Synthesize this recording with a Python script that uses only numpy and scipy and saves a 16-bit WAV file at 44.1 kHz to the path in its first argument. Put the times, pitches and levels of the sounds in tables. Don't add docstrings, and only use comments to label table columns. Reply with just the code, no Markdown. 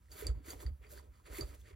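import sys
import numpy as np
from scipy import signal
from scipy.fft import rfft, irfft
from scipy.io import wavfile
from scipy.ndimage import uniform_filter1d

SR = 44100
rng = np.random.default_rng(int(sys.argv[2]) if len(sys.argv) > 2 else 0)


def unload_wav(signal):
    wavfile.write(
        sys.argv[1],
        SR,
        np.round(np.clip(np.atleast_2d(signal).T, -1, 1) * 32767).astype(np.int16),
    )


def gain_from_db(level_db):
    decades = np.asarray(level_db, float) / 20
    return 10 ** decades


N = 77175


def unit(x):
    return x / np.sqrt(np.mean(x ** 2))


def across(table):
    table = np.array(table)
    bins_hz = np.fft.rfftfreq(2 * N, 1 / SR)
    return np.interp(np.log(bins_hz + 1), np.log(table[:, 0]), table[:, 1])


def colour(x, table):
    return irfft(rfft(x, 2 * N) * gain_from_db(across(table)))[:N]


def band(x, hz, width_hz):
    return signal.lfilter(*signal.iirpeak(hz, hz / width_hz, SR), x)


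def walk(rate_hz):
    k = int(SR / rate_hz)
    steps = np.repeat(rng.standard_normal(N // k + 1), k)
    return 1.11 * uniform_filter1d(uniform_filter1d(steps, k), k)[:N]


def grit(per_s, spread_db):
    contacts = (rng.random(N) < per_s / SR) * rng.standard_normal(N)
    size = np.minimum(rng.exponential(size=N), 4)
    return unit(contacts * gain_from_db(spread_db * size))


def ring(at_s, db, hz, t60, rise_s, stop_s=9., stop_db=0., over_s=1.):
    out, first = np.zeros(N), int(np.ceil(at_s * SR))
    t = np.arange(first, min(first + SR // 2, N)) / SR - at_s
    damp_db = stop_db * np.clip((t + at_s - stop_s) / over_s, 0, 1)
    envelope = gain_from_db(db - 60 * t / t60 + damp_db) * (1 - np.exp(-t / rise_s)) ** 2
    out[first:first + len(t)] = -envelope * np.sin(2 * np.pi * hz * t)
    return out


def next_onsets(events):
    return [row[0] for row in events[1:]] + [N]


# centre t/s, spread t/s, skin level/dB, thread level/dB, vice level/dB
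PUSHES = [(0.069, 0.052, -77.5, -83, -104), (0.128, 0.018, -61, -65, -67.5), (0.161, 0.018, -64, -61, -73),
          (0.203, 0.033, -57.5, -57, -63), (0.274, 0.031, -69.5, -61, -54), (0.389, 0.068, -99, -73, -69.5),
          (0.458, 0.011, -71, -69, -67), (0.502, 0.032, -57.5, -57.5, -63), (0.558, 0.042, -66, -69, -66.5),
          (0.619, 0.017, -59, -60.5, -59.5), (0.666, 0.023, -97, -66.5, -58),
          (0.854, 0.025, -75, -68.5, -71.5), (0.926, 0.023, -59.5, -67, -65.5),
          (0.975, 0.026, -64.5, -63.5, -66.5), (1.042, 0.034, -78, -77.5, -72),
          (1.174, 0.043, -78, -74.5, -112), (1.268, 0.015, -70, -64.5, -72.5),
          (1.323, 0.042, -67.5, -69, -67), (1.368, 0.032, -56.5, -55.5, -65.5),
          (1.416, 0.018, -66.5, -60, -51), (1.481, 0.067, -65.5, -69.5, -65),
          (1.55, 0.0076, -63.5, -76, -68), (1.606, 0.018, -69, -77.5, -99), (1.683, 0.037, -70.5, -68, -67)]


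def effort(col):
    t = np.arange(N) / SR
    return np.sqrt(sum(gain_from_db(2 * row[col]) * np.exp(-((t - row[0]) / row[1]) ** 2) for row in PUSHES))


# f/Hz, level/dB
SHOP_SPECTRUM = [(71, -65), (120, -7), (230, -9), (846, -14.5), (4570, -32.5), (8770, -29), (10300, -25.5),
                 (11900, -38), (13400, -24.5), (15500, -22)]


def shop():
    return unit(colour(rng.standard_normal(N), SHOP_SPECTRUM)) * gain_from_db(-74.5 + 1.5 * walk(8))


# t/s, peak level/dB, f/Hz, T60/s
THUMPS = [(.09, -45, 51.4, 0.12), (0.235, -36.5, 68.2, 0.85), (0.25, -30, 62, 0.17), (0.266, -73, 60, 0.37),
          (0.2854, -16.5, 60, 0.14), (0.342, -35.5, 73, 0.18), (.359, -24, 63.3, 0.1),
          (0.548, -34.5, 60, 0.12), (0.6492, -25, 63.1, 0.22), (0.707, -29, 68.2, 0.16),
          (0.793, -44.5, 55.6, 0.32), (.897, -44.5, 66.3, 0.19), (1.075, -42.5, 59, 0.21),
          (1.12, -45, 66, 0.05), (1.225, -51, 52, 0.32), (1.298, -38.5, 55.4, 0.25),
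          (1.406, -29.5, 106.8, 0.065), (1.428, -23, 53.7, 0.09), (1.487, -34, 60, 0.079),
          (1.577, -51.5, 60, 1), (1.725, -39.5, 66.4, 0.24)]


def bench():
    rise_s = 0.0053
    sway_db, sway_hz, sway_width_hz = -57.5, 60, 26
    noise = rng.standard_normal(N)
    sway = unit(band(band(noise, sway_hz, sway_width_hz), sway_hz, 79))
    out = sway * (gain_from_db(sway_db - 5.5) + gain_from_db(1) * effort(col=4))
    out = out + gain_from_db(-87.5) * unit(band(noise, 100, 31))
    for (s, db, hz, t60), stop_s in zip(THUMPS, next_onsets(THUMPS)):
        out = out + ring(s, db, hz, t60, rise_s, stop_s, -4.0, 0.0092)
        out = out + ring(s, db - 28, 2.1 * hz, 1.5 * t60, rise_s)
    return out


# f/Hz, bandwidth/Hz, level/dB
THREAD_MODES = [(690, 300, -4), (1090, 160, -4), (1290, 200, -2), (1545, 200, -5), (2050, 560, 3),
                (3420, 500, -9), (4600, 400, -4), (6670, 300, -10), (8000, 4000, -3)]
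# t/s, peak level/dB, f/Hz
CATCHES = [(.027, -76, 2180), (.057, -67.5, 2000), (.0847, -61, 1900), (0.115, -61, 1840),
           (.2225, -65, 2320), (.2455, -45, 2310), (.259, -55, 2500), (.2675, -51, 2100), (.274, -58, 2170),
           (.281, -55, 2200), (.300, -47, 1340), (.349, -55, 960), (0.447, -53, 2300), (0.484, -44, 1962),
           (0.533, -38.5, 715), (0.601, -62, 1860), (.629, -43.5, 1050), (0.664, -48, 1920),
           (.809, -80, 1035), (0.839, -59, 1850), (.8465, -51, 2250), (.906, -57, 1610), (.945, -56, 1530),
           (0.976, -47, 1620), (.989, -53.5, 2000), (0.997, -47, 1010), (1.136, -81, 1510),
           (1.153, -61, 1256), (1.199, -55.5, 1050), (1.254, -74, 1120), (1.306, -60, 920),
           (1.3354, -45.5, 910), (1.346, -43, 1980), (1.353, -47, 2080), (1.359, -52, 2120),
           (1.3848, -38.5, 2250), (1.3935, -45, 1780), (1.4025, -55, 2360), (1.409, -62, 2430),
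           (1.416, -52, 1390), (1.422, -43, 1170), (1.513, -54, 1220), (1.532, -54, 1110),
           (1.615, -60, 3430), (1.656, -56.5, 1890), (1.672, -63, 2000)]


def thread():
    grains, load = grit(5000, 2.1) * gain_from_db(2.2 * walk(60)), effort(col=3)
    awake = (load / gain_from_db(-72)) ** 0.28
    rod = 0
    for k, (hz, width_hz, db) in enumerate(THREAD_MODES):
        mode = unit(band(band(grains, hz, width_hz), hz, 3 * width_hz))
        mode = mode * gain_from_db(db + 2.15 * walk(19.38)) * awake ** (hz > 3000)
        rod = rod + (-1) ** k * mode
    out = rod * load * gain_from_db(-6.0)
    catch_t60_s = 0.013
    for s, db, hz in CATCHES:
        out = out + ring(s, db + 2.0, hz, catch_t60_s, 0.00032)
        out = out + ring(s, db - 27.5, 1.3 * hz, catch_t60_s, 0.00004)
    return out


# f/Hz, level/dB
SKIN = [(1500, -11.5), (3000, -10.5), (5500, -10), (8500, -4.5), (10500, -11), (12500, -8), (14000, -12.5),
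        (15800, -11.5)]


def fingers():
    skin, speed = unit(colour(grit(9000, 1.35), SKIN)), effort(col=2)
    treble = band(skin, 13250, 3700)
    brightness = (speed / gain_from_db(-70.5)) ** 0.86
    return (skin - treble + treble * brightness) * speed * gain_from_db(0.79 * walk(59.65))


# t/s, peak level/dB, upper mode level/dB, crack level/dB, ring share (fraction of T60)
TICKS = [(0.1163, -53.5, 0.5, -20, 0.8), (.2678, -33.5, -14, 3, 0.49), (0.2804, -55.5, -15, 0, 1.8),
         (.4828, -58.5, 8, -4, 1.5), (0.5039, -44, 3.5, 5, 0.5), (0.664, -48.5, -40, -6, 0.51),
         (0.866, -66.5, -13, -14, 0.83), (0.9828, -58, -20, -4, 0.42), (1.029, -68.5, -24, -7, 0.25),
         (1.157, -69, -15, -8, 0.21), (1.384, -64, -12, 24, 0.14), (1.4093, -35.5, -11.5, -1, 0.63)]
NUT_HZ = (4645, 6650)
NUT_T60_S = (.1, .045)
# f/Hz, bandwidth/Hz, level/dB
CRACK = [(2250, 3100, -8.5), (7570, 2700, 7.5), (10260, 620, -5), (13800, 3000, -1)]


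def nut():
    crack_s = 0.00083
    twin_hz, twin_db, twin_share = 4590, -14, 0.73
    t, noise = np.arange(N) / SR, rng.standard_normal(N)
    bright = unit(sum(gain_from_db(db) * unit(band(band(noise, hz, width_hz), hz, 0.96 * width_hz))
                      for hz, width_hz, db in CRACK))
    out = 0
    for (s, db, upper_db, crack_db, share), stop_s in zip(TICKS, next_onsets(TICKS)):
        t60 = share * NUT_T60_S[0]
        out = out + ring(s, db, NUT_HZ[0], t60, 0.00017, stop_s, -22, 0.0011)
        out = out + ring(s, db - 30.5, NUT_HZ[0], 0.39, 0.0004)
        out = out + ring(s, db + twin_db, twin_hz, twin_share * t60, 0.0001, stop_s, -21, 0.001)
        out = out + ring(s, db + upper_db, NUT_HZ[1], NUT_T60_S[1], 0.00076)
        age = np.maximum(t - s, 0) / crack_s
        out = out + bright * gain_from_db(db + crack_db + 2.5) * age * np.exp(-age)
    return out


# t/s, peak level/dB, f/Hz, T60/s
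KNOCKS = [(0.154, -54, 417, 0.13), (0.2247, -33, 422, 0.071), (0.262, -40, 326, 0.11),
          (.376, -50.5, 293, 0.048), (0.405, -45, 295, 0.044), (0.451, -51, 426, 0.041),
          (0.481, -38.5, 319, 0.057), (0.535, -45, 292, 0.074), (0.624, -49, 392, 0.22),
          (0.64, -44.5, 323, 0.05), (0.699, -56, 250, 0.1), (.812, -54, 430, 0.048),
          (0.848, -59, 429, 0.28), (.923, -47, 577, 0.05), (0.955, -53.5, 394, 0.16),
          (1.274, -60.5, 300, 0.076), (1.284, -50.5, 402, 0.068), (1.3872, -32.5, 344, 0.28),
          (1.4003, -31, 370, 0.031), (1.515, -55, 450, 0.076), (1.678, -61, 273, 0.043),
          (1.709, -45, 389, 0.056)]


def vice():
    rise_s = 0.0017
    grains = band(grit(2500, 1.7) * gain_from_db(2.5 * walk(25)), 507, 444)
    rub = band(grains, 317, 122) - band(grains, 478, 79) + 0.54 * band(grains, 616, 149)
    out = unit(rub) * effort(col=4) * gain_from_db(3.0)
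    for (s, db, hz, t60), stop_s in zip(KNOCKS, next_onsets(KNOCKS)):
        out = out + ring(s - 0.002, db - 1.5, hz, t60, rise_s, stop_s - 0.003, -24, 0.0036)
        out = out + ring(s - 0.002, db - 19, 0.815 * hz, t60, rise_s, stop_s, -9, 0.0036)
    return out


def room(near):
    t60_s, level_db = 0.18, -21
    t = np.arange(N) / SR
    tail = rng.standard_normal(N) * gain_from_db(-60 * t / t60_s) * (t > 0.004)
    tail = tail / np.sqrt(np.sum(tail ** 2))
    return near + gain_from_db(level_db) * signal.fftconvolve(near, tail)[:N]


# f/Hz, lead of the right/half-turns
PORTS = [(0, .13), (330, .2), (680, .75), (1500, .15), (4600, 0), (6500, .38), (8650, 1), (16000, 5.56)]
# f/Hz, left minus right level/dB
LEFT_DB = [(60, -1.1), (350, -3), (650, -3.5), (1300, -3.6), (2500, -1.5), (5000, -2), (9000, -0.6)]
# f/Hz, likeness (0-1)
LIKENESS = [(150, .99), (350, .8), (800, .2), (1900, .4), (3000, .3), (4650, .7), (6300, .4), (8600, .7),
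            (11000, .9)]


def ports(near):
    t = np.arange(N) / SR
    common = rfft(np.concatenate([near, near[::-1]]))
    scatter = rfft(rng.standard_normal(N) * np.exp(-t / 0.013), 2 * N)
    other = common * scatter / np.sqrt(uniform_filter1d(abs(scatter) ** 2, size=4000))
    like = np.clip(across(LIKENESS), 0, 1) ** 0.5
    mid, side = common * np.sqrt((1 + like) / 2), other * np.sqrt((1 - like) / 2)
    lead = np.pi * np.interp(np.fft.rfftfreq(2 * N, 1 / SR), *np.array(PORTS).T)
    lead = lead - 0.4 * np.sin(2 * lead) * (lead > np.pi)
    turn = np.exp(0.5j * lead) / gain_from_db(across(LEFT_DB) / 2)
    return np.array([irfft((mid + side) / turn)[:N], irfft((mid - side) * turn)[:N]])


def scene():
    airborne = fingers() + thread() + nut() + vice() + shop()
    return ports(room(airborne) + bench())


def low_pass(x):
    return signal.sosfilt(signal.butter(12, 16460, fs=SR, output="sos"), x)


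def record(dry):
    bass_cut = signal.butter(3, 34, "high", fs=SR, output="sos")
    top_cut = signal.ellip(10, 0.3, 70, 15850, fs=SR, output="sos")
    mix = signal.sosfilt(top_cut, signal.sosfilt(bass_cut, dry))
    mix = mix * np.clip((N - np.arange(N)) / (0.006 * SR), 0, 1) ** 0.5
    return low_pass(mix)


dry = scene()
out = record(dry)
unload_wav(out)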